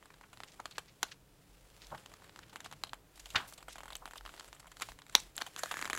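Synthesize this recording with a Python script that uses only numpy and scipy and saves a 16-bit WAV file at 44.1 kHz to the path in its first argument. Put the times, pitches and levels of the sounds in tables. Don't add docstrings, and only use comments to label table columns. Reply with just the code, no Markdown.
import sys
import numpy as np
from scipy import signal
from scipy.fft import rfft, irfft, next_fast_len
from scipy.io import wavfile
from scipy.ndimage import uniform_filter1d

SR = 44100
rng = np.random.default_rng(int(sys.argv[2]) if len(sys.argv) > 2 else 0)


def put_to_file(sound):
    columns = np.atleast_2d(sound).T
    safe = np.clip(columns, -1, 1)
    whole_steps = np.round(safe * 32767)
    wavfile.write(sys.argv[1], SR, whole_steps.astype(np.int16))


N = 263751


def gain_of(db):
    return 10 ** (np.asarray(db) / 20)


def unit_rms(x):
    return x / np.sqrt(np.mean(x ** 2) + 1e-20)


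def unit_peak(x):
    return x / np.sqrt(uniform_filter1d(x ** 2, size=66).max())


def fader(rows, column):
    rows = np.array(rows)
    return gain_of(np.interp(np.arange(N) / SR, rows[:, 0], rows[:, column]))


def flutter(noise, samples, depth_db):
    return gain_of(depth_db * unit_rms(uniform_filter1d(noise, samples)))


def equalised(x, points):
    hz, db = np.transpose(points)
    size = next_fast_len(len(x))
    f = np.fft.rfftfreq(size, 1 / SR)
    response = gain_of(np.interp(np.log(f + 1), np.log(hz + 1), db))
    return unit_rms(irfft(rfft(x, size) * response, size)[:len(x)])


def band(x, lo_hz, hi_hz):
    sos = signal.butter(2, [lo_hz, min(hi_hz, .45 * SR)], "bandpass", fs=SR, output="sos")
    return signal.sosfilt(sos, x)


def ringing(x, modes):
    return sum(gain_of(db) * signal.lfilter(*signal.iirpeak(hz, hz / width, SR), x)
               for hz, width, db in modes)


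def add(mix, start_s, sound):
    part = mix[round(start_s * SR):][:len(sound)]
    part += sound[:len(part)]


# f/Hz, level/dB
HISS_EQ = [(88, -11.5), (150, -5.5), (244, -26), (275, -5.5), (383, -16.5), (422, -9.5), (745, -17.5),
           (4670, -28.5), (16000, -31)]
# f/Hz, level/dB
DEEP_EQ = [(15, -12), (30, -2.5), (48, 10), (62, -13), (80, -42), (120, -33)]
# t/s, deep level/dB, drone level/dB
RUMBLE_LEVELS = [(0.0, -72, -73), (0.23, -70.5, -68.5), (1.68, -69.5, -70.5), (1.9, -60, -71),
                 (1.93, -65, -50), (2.01, -70, -69), (2.75, -71.5, -63.5), (3.3, -61, -82),
                 (3.36, -59, -48.5), (3.46, -66, -68), (3.95, -59.5, -73.5), (4.35, -64.5, -76.5),
                 (4.88, -71, -66.5), (4.91, -52.5, -63), (5.01, -78, -75), (5.2, -58.5, -64.5),
                 (5.45, -75, -74), (5.98, -65, -61.5)]


def hiss_and_rumble():
    hiss = gain_of(-68) * equalised(rng.standard_normal(N), HISS_EQ)
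    deep = fader(RUMBLE_LEVELS, 1) * equalised(rng.standard_normal(N), DEEP_EQ)
    drone = fader(RUMBLE_LEVELS, 2) * unit_rms(band(rng.standard_normal(N), 75.5, 187))
    return hiss + deep + drone


# f/Hz, level/dB
RUSTLE_EQ = [(88, -66), (150, -4.5), (354, 15), (805, 12), (1690, 7.5), (3220, 0.5), (3840, -2.5),
             (4950, -5), (6140, -8), (7470, -10.5), (9440, -9.5), (11900, -16), (13700, -15), (15100, -17),
             (16000, -18)]
# f/Hz, width/Hz, level/dB
PAPER_SHEEN = [(7500, 680, -0.5), (10920, 980, -4)]
# t/s, level/dB, treble relative to that level/dB
RUSTLE_LEVELS = [(0.0, -73.5, -1), (.3, -73, 0.5), (.6, -68.5, -0.5), (1.0, -75, 2), (1.08, -64.5, 2),
                 (1.2, -80, 1), (1.5, -75, 4), (1.9, -67, 0), (2.6, -66, -4.5), (2.8, -72.5, 2.5),
                 (3.05, -74.5, -6), (3.3, -70, 11), (3.375, -54.5, -3.5), (3.5, -68, 3), (3.6, -69.5, -5),
                 (3.75, -70.5, -4), (4.2, -72.5, 1), (4.38, -61, -0.5), (4.65, -77.5, 1),
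                 (4.87, -64.5, 9.5), (5.0, -79, 0), (5.2, -65.5, 7), (5.36, -73.5, -2), (5.44, -62, 4),
                 (5.52, -69, 3), (5.65, -65.5, 12), (5.98, -58.5, -6)]


def rustle():
    clumps = flutter(rng.standard_normal(N), samples=300, depth_db=2.0)
    tick_sizes = gain_of(3.8 * np.minimum(rng.exponential(1, N), 4))
    ticks = tick_sizes * (rng.random(N) < 300 / SR)
    rub = equalised(clumps * rng.standard_normal(N) * (1 + 2.5 * ticks), RUSTLE_EQ)
    dull = signal.sosfiltfilt(signal.butter(2, 3000, fs=SR, output="sos"), rub)
    treble = unit_rms(rub - dull + ringing(rub, PAPER_SHEEN))
    return fader(RUSTLE_LEVELS, 1) * (unit_rms(dull) + fader(RUSTLE_LEVELS, 2) * treble)


SNAP_HZ, EDGE_HZ, AIR_HZ, THUD_HZ = 3500, 6600, 10200, 306
AIR_DB, THUD_DB = -5, -20.5
BEND_SPREAD = .05
SNAP_CLIMB, EDGE_SAG, HARD_SNAP_DB = 0.003, 0.0066, -35
PEEL_S, PEEL_T60_S = 0.00025, 0.0077
CLICK_LOST_S = .0008
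SLIDE_S, SLIDE_T60_S, STOP_T60_S = 0.012, 0.23, 0.026
BAND_SPANS = [1.52, 1.252, 1.11, 1.18, 1.33]
BAND_DECAYS = [2.5, 2.38, 1.6, 0.85, 1.2]
BAND_CLICKS = [14.0, 7.0, 4.0, 1.5, 14.0]
# f/Hz, level/dB
SLIDE_EQ = [(250, -15), (700, 10), (1600, -2), (3200, 6), (5000, -14.5), (7500, -7.5), (11500, -10),
            (15500, -18)]
# t/s, body f/Hz, body level/dB, snap level/dB, edge level/dB, base t60/s, slide level/dB
FLICK_CUES = [(0.0267, 1220.0, -47.5, -60, -66.9, 0.0038, -64), (0.057, 1260, -51, -59.5, -59, 0.0086, -70),
              (0.1043, 1310, -49, -62, -69, 0.0087, -77), (0.1407, 1280.0, -52, -57, -65.9, 0.0085, -74),
              (0.2117, 1150, -47, -61, -61, 0.0059, -71), (0.3309, 1110, -49, -55, -57.3, 0.0086, -55.5),
              (0.3731, 1170.0, -50, -49, -57, 0.0049, -65), (0.4035, 1000, -38, -43.5, -52, 0.0033, -63),
              (0.435, 1250.0, -38.8, -40.5, -54, 0.0055, -54.5),
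              (0.6007, 890, -35.5, -51, -51, 0.0085, -72), (0.6567, 1020, -33, -36.5, -43, 0.0069, -55),
              (0.711, 1430, -57, -49.5, -54.7, 0.022, -63), (0.724, 1440.0, -68, -48, -72, 0.0064, -75),
              (0.7822, 1030, -29, -35.5, -39.5, 0.0083, -47), (1.0301, 1050, -23, -29, -28.5, 0.0095, -44),
              (1.0845, 1160, -63, -56, -67, 0.022, -71), (1.819, 1170.0, -66, -45, -57, 0.0049, -75),
              (1.8457, 1390, -72, -55, -64, 0.014, -72), (1.869, 1050.0, -64, -49, -52, 0.0068, -75),
              (1.9047, 1410.0, -55, -57.5, -69, 0.0097, -75), (1.948, 950, -37.5, -58.8, -66, 0.013, -57),
              (1.979, 1310, -48, -51, -64, 0.0067, -58), (2.0607, 1290.0, -46, -43.5, -50, 0.0049, -76),
              (2.1177, 1140.0, -51, -72, -71, 0.0034, -61), (2.1386, 1240.0, -49, -53, -53.4, 0.0096, -79),
              (2.2215, 1250.0, -49.5, -69, -68, 0.0054, -79), (2.243, 1360.0, -52, -56.8, -63, 0.012, -79),
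              (2.2948, 1290.0, -49, -51, -69.4, 0.0048, -76), (2.361, 1180.0, -43.5, -47, -54, 0.0048, -75),
              (2.3909, 1150, -42.5, -48.5, -52.5, 0.0071, -76), (2.496, 1060.0, -61, -56.5, -61, 0.02, -74),
              (2.5302, 1140, -50, -58, -60, 0.012, -57), (2.5589, 1190, -34, -43, -48, 0.0024, -51.5),
              (2.6045, 1360, -41, -44, -48.5, 0.0067, -58.5),
              (2.645, 1240.0, -63, -53, -52.9, 0.019, -51.5),
              (2.661, 1050, -37.5, -67.3, -51.7, 0.0044, -60),
              (2.7138, 1190.0, -46.6, -47.5, -51.5, 0.0076, -59.5),
              (2.726, 1020, -39.4, -49.4, -48, 0.0035, -56), (2.8369, 980, -31, -28, -37.5, 0.0032, -50),
              (2.87, 1190.0, -56, -54.8, -65, 0.013, -60), (2.894, 1180.0, -55, -46, -59, 0.0064, -74),
              (2.933, 1080, -32, -39.5, -46, 0.005, -51.5), (3.1765, 1230.0, -54, -58, -60, 0.0106, -76),
              (3.196, 1050.0, -59, -57, -62, 0.0129, -61),
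              (3.258, 1180, -51.5, -42.4, -47.5, 0.0086, -53.5),
              (3.3035, 1320.0, -58, -47.7, -48.9, 0.019, -69), (3.3618, 1430, -27, -25.5, -54, 0.0099, -59),
              (3.5249, 1070, -46, -63, -51, 0.0077, -64), (3.5792, 1030, -60, -53.5, -53, 0.03, -57.5),
              (3.606, 910, -56, -68, -64, 0.0079, -60), (3.6275, 1080, -48, -55, -54.5, 0.01, -75),
              (3.6831, 1020, -39.5, -61, -54.8, 0.009, -51.5), (3.7572, 1070, -42.5, -56, -50, 0.009, -56),
              (3.7829, 1080, -44.5, -52.9, -53.4, 0.012, -53.5),
              (3.8056, 1100, -40.7, -51, -55.3, 0.0029, -57.5),
              (3.834, 1030, -41.5, -55.2, -52, 0.0072, -56.5),
              (3.857, 1040, -44, -57.6, -53.2, 0.0067, -58),
              (3.8806, 1130, -44, -57.8, -58.6, 0.0082, -54.5),
              (3.9043, 1110.0, -42, -47, -59, 0.0084, -55), (3.923, 1190, -44, -59, -60, 0.009, -51.5),
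              (3.931, 1350.0, -74, -40, -58, 0.0048, -79), (3.9539, 1330, -39.5, -36.5, -40, 0.0072, -52),
              (3.967, 1140.0, -70, -72, -44, 0.0053, -81), (4.0565, 1080, -35, -41.5, -47, 0.0027, -52.5),
              (4.077, 1070, -42, -53.5, -57, 0.0047, -54.5), (4.1104, 1040, -42.5, -51, -52, 0.0035, -57),
              (4.135, 1100, -43, -54, -51, 0.0081, -76), (4.1576, 1100, -42, -55.1, -60, 0.0053, -51.5),
              (4.1807, 1430.0, -50, -42, -59, 0.007, -65), (4.2096, 1060, -44.5, -55, -62, 0.0056, -73),
              (4.2522, 1120.0, -42, -49.4, -58, 0.0049, -57.5),
              (4.262, 1310, -40.5, -43.5, -65, 0.0071, -59), (4.277, 1120.0, -45, -55.6, -59, 0.005, -72),
              (4.2926, 1070.0, -45, -51, -61, 0.0054, -57), (4.3397, 1040, -44.5, -52, -59, 0.0019, -59),
              (4.378, 1380.0, -51, -54, -66.8, 0.012, -80), (4.397, 1400, -44.4, -43, -46, 0.01, -70),
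              (4.4086, 1200, -42, -49, -56, 0.003, -82), (4.479, 1150, -58, -72, -58, 0.024, -73),
              (4.529, 1170, -43, -48, -51, 0.0068, -61), (4.549, 1100, -59, -65, -56, 0.017, -77),
              (4.5648, 1200.0, -54, -68.8, -72, 0.0079, -64), (4.597, 1080, -55.5, -62, -56.5, 0.02, -66),
              (4.629, 1190, -52, -70, -70.9, 0.0065, -72), (4.645, 1140, -51, -70, -69, 0.0067, -76),
              (4.658, 1040, -51, -72, -72, 0.009, -77), (4.6695, 1090, -51.5, -61, -57, 0.0083, -56.5),
              (4.717, 1370.0, -52, -55.0, -54, 0.015, -63), (4.7693, 1240, -46.5, -50, -52, 0.0069, -75),
              (4.7991, 970.0, -46, -48, -50, 0.0084, -66), (4.81, 930.0, -44, -48, -48, 0.0022, -45),
              (4.8207, 1510, -30, -36, -36, 0.009, -48), (4.888, 1190, -41.5, -50.5, -55, 0.0067, -53),
              (4.9193, 1350, -43.5, -52, -57, 0.0059, -76), (4.989, 1520, -47, -51.5, -55, 0.0063, -59.5),
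              (5.019, 1320, -49, -52.5, -58, 0.0083, -68), (5.0661, 1500, -49.5, -56, -56, 0.0052, -76),
              (5.0967, 1610.0, -47, -50, -51, 0.008, -79), (5.126, 1510.0, -58, -60.8, -57, 0.019, -61),
              (5.1517, 1120, -17.5, -7, -15.2, 0.0054, -36), (5.181, 1330, -41, -54.8, -53.0, 0.01, -69),
              (5.2013, 1500.0, -61, -54.9, -44, 0.015, -74), (5.3659, 1060.0, -62, -52, -34.5, 0.0024, -63),
              (5.3793, 1280.0, -33, -30.5, -37.5, 0.0034, -44.5),
              (5.405, 960, -47.5, -63.6, -58, 0.023, -47), (5.4194, 1240, -27.5, -31, -37, 0.0059, -64),
              (5.465, 1030, -43.5, -49, -49, 0.013, -47.5), (5.563, 1420.0, -37.5, -35.5, -42, 0.0038, -70),
              (5.5777, 1420.0, -44.2, -61, -57.5, 0.0095, -52), (5.592, 1420, -40.5, -59, -40, 0.025, -57),
              (5.6346, 1010, -28, -31, -34, 0.0075, -71), (5.659, 1080, -36.5, -59, -48.9, 0.0095, -54),
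              (5.7132, 1060, -30.5, -41, -42.8, 0.01, -39.5), (5.7416, 1420, -30, -44.5, -45, 0.0052, -66),
              (5.77, 1480, -30.5, -47, -44, 0.0058, -55), (5.792, 1490.0, -33.5, -50, -42.1, 0.005, -62),
              (5.814, 1450.0, -34, -55.4, -38.5, 0.0047, -45), (5.8255, 1530.0, -26, -34, -42, 0.002, -62),
              (5.846, 1440.0, -35, -48.5, -41, 0.004, -66), (5.8549, 1410, -29, -34.5, -41, 0.0063, -47.5),
              (5.8764, 1240.0, -34, -48, -46.3, 0.0034, -66),
              (5.8997, 1400, -26.5, -40, -36.5, 0.0053, -42), (5.9314, 1350, -25, -38, -35.1, 0.0059, -44),
              (5.9508, 1430, -31, -42, -39, 0.0076, -67), (5.9638, 1260.0, -40, -46, -41, 0.008, -72),
              (5.9754, 1390.0, -29.5, -40.0, -37, 0.0027, -43)]


def flicks():
    t, snaps, slide = np.arange(2048) / SR, np.zeros(N), np.zeros(N)
    draws = rng.standard_normal((len(FLICK_CUES), len(t) + 2))
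    slide_envelope = gain_of(-60 * t / SLIDE_T60_S - 60 * np.maximum(t - SLIDE_S, 0) / STOP_T60_S)
    for cue, (snap_bend, edge_bend, *crackle) in zip(FLICK_CUES, draws):
        start, body_hz, body_db, snap_db, edge_db, t60, slide_db = cue
        attack = PEEL_S * (t60 / PEEL_T60_S) ** 2
        onset = np.minimum((t + 1 / SR) / attack, 1)
        release = np.exp(-attack / CLICK_LOST_S) * (t == 0)
        snap_hz = SNAP_HZ * (1 + BEND_SPREAD * snap_bend + SNAP_CLIMB * (snap_db - body_db))
        edge_hz = EDGE_HZ * (1 + BEND_SPREAD * edge_bend - EDGE_SAG * (snap_db - HARD_SNAP_DB))
        pitches = body_hz, snap_hz, edge_hz, AIR_HZ, THUD_HZ
        levels = body_db, snap_db, edge_db, edge_db + AIR_DB, body_db + THUD_DB
        for hz, db, span, decay, click in zip(pitches, levels, BAND_SPANS, BAND_DECAYS, BAND_CLICKS):
            envelope = onset * gain_of(-60 * np.maximum(t - attack, 0) / (decay * t60))
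            burst = band(click * release + crackle * envelope, hz / span, hz * span)
            add(snaps, max(start - attack, 0), gain_of(db) * unit_peak(burst))
        add(slide, start, gain_of(slide_db) * slide_envelope)
    hiss = equalised(rng.standard_normal(N), SLIDE_EQ)
    return snaps + slide * (hiss + ringing(hiss, PAPER_SHEEN))


def sheet_comb(x, spacing_hz=4340, back_gain=0.043):
    size = next_fast_len(N + 64)
    delay = np.exp(-2j * np.pi * np.fft.rfftfreq(size, 1 / SR) / spacing_hz)
    return irfft(rfft(x, size) * (1 - back_gain * delay), size)[:N]


def room_reverb(x, t60_s=0.17, predelay_s=.006):
    t = np.arange(SR // 3) / SR
    tail = band(rng.standard_normal(len(t)), 440, 10000) * gain_of(-60 * t / t60_s) * (t > predelay_s)
    return signal.fftconvolve(x, tail / np.linalg.norm(tail))[:N]


# f/Hz, width/Hz, level/dB
SCRAPE_SHEEN = [(7500, 1200, -24), (11000, 2100, -43), (14000, 3000, -26)]
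# t/s, attack/s, t60/s, level/dB, centre f/Hz
SCRAPE_CUES = [(0.224, 0.016, 0.047, -55, 1670), (0.463, 0.017, 0.12, -57.5, 4650),
               (0.517, 0.0029, 0.044, -52.5, 5000), (0.592, 0.0053, 0.029, -43, 990),
               (0.745, 0.012, 0.093, -56.5, 3380), (0.878, 0.0038, 0.099, -55.5, 3640),
               (1.108, 0.013, 0.044, -45.5, 3870), (1.792, 0.034, 0.17, -58, 4220),
               (1.912, 0.0096, 0.12, -40.5, 870), (1.935, 0.0063, 0.06, -44.5, 1050),
               (2.422, 0.013, 0.026, -51.5, 2880), (2.637, 0.023, 0.056, -49, 3900),
               (2.726, 0.0083, 0.018, -51, 3000), (3.153, 0.0044, 0.16, -59.5, 6800),
               (3.19, 0.0097, 0.029, -46.5, 6450), (3.344, 0.0055, 0.25, -34, 1240),
               (3.354, 0.0039, 0.057, -23.5, 2730), (3.366, 0.0091, 0.19, -41, 2670),
               (3.468, 0.013, 0.24, -54, 9000), (3.533, 0.0038, 0.04, -49, 6960),
               (3.684, 0.017, 0.28, -53.5, 5000), (3.713, 0.018, 0.022, -47.5, 7000),
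               (4.016, 0.0055, 0.09, -50, 880), (4.166, 0.011, 0.029, -49, 7300),
               (4.43, 0.033, 0.22, -64, 7500), (4.59, 0.013, .03, -54, 7000),
               (4.802, 0.029, 0.032, -43.5, 3000), (4.871, 0.022, 0.096, -58, 5000),
               (5.147, .0006, .012, -31.5, 1200), (5.19, 0.011, 0.024, -46, 5030),
               (5.349, 0.0061, 0.22, -57.5, 6140), (5.412, 0.0028, 0.018, -31, 2900),
               (5.574, 0.012, 0.053, -46, 6030), (5.632, 0.0064, 0.018, -36.5, 830),
               (5.709, 0.0022, 0.067, -43, 2060), (5.785, 0.0049, 0.016, -43, 2980),
               (5.907, 0.0024, 0.0052, -45, 2950)]


def scrapes():
    t, out = np.arange(8192) / SR, np.zeros(N)
    draws = rng.standard_normal((len(SCRAPE_CUES), 2, len(t)))
    for (start, attack, t60, db, hz), (noise, lumps) in zip(SCRAPE_CUES, draws):
        friction = noise * flutter(lumps, samples=60, depth_db=2.7)
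        width = hz * (hz / 1000) ** 0.22
        edges = max(hz - width / 2, hz / 4), hz + width / 2
        body = unit_rms(band(band(friction, *edges), *edges))
        envelope = np.minimum(t / attack, 1) ** 2 * gain_of(db - 60 * np.maximum(t - attack, 0) / t60)
        add(out, start, envelope * (body + ringing(friction, SCRAPE_SHEEN)))
    return out


# f/Hz, width/Hz, level/dB
CARD_MODES = [(550, 260, -5), (1690, 190, 12), (6900, 820, -0.5), (10700, 1000, -7)]
# t/s, level/dB
RUB_LEVELS = [(5.54, -76), (5.58, -55), (5.82, -52.5), (5.88, -52), (5.91, -81), (5.94, -51), (5.98, -53)]


def card_rub():
    grip = flutter(rng.standard_normal(N), samples=200, depth_db=2.5)
    ring = unit_rms(ringing(grip * rng.standard_normal(N), CARD_MODES))
    touching = np.arange(N) / SR > RUB_LEVELS[0][0]
    return touching * fader(RUB_LEVELS, 1) * ring


def scene():
    paper = sheet_comb(flicks() + scrapes())
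    mono = paper + gain_of(-22.5) * room_reverb(paper) + rustle() + card_rub() + hiss_and_rumble()
    return np.array([mono, mono])


def record(dry):
    ceiling, cutoff_hz = .9, 15900
    rounded = ceiling * np.tanh(dry / ceiling)
    lowpass = signal.firwin(511, cutoff_hz, window=("kaiser", 9), fs=SR)
    return signal.oaconvolve(rounded, lowpass[None], "same")


dry = scene()
out = record(dry)
put_to_file(out)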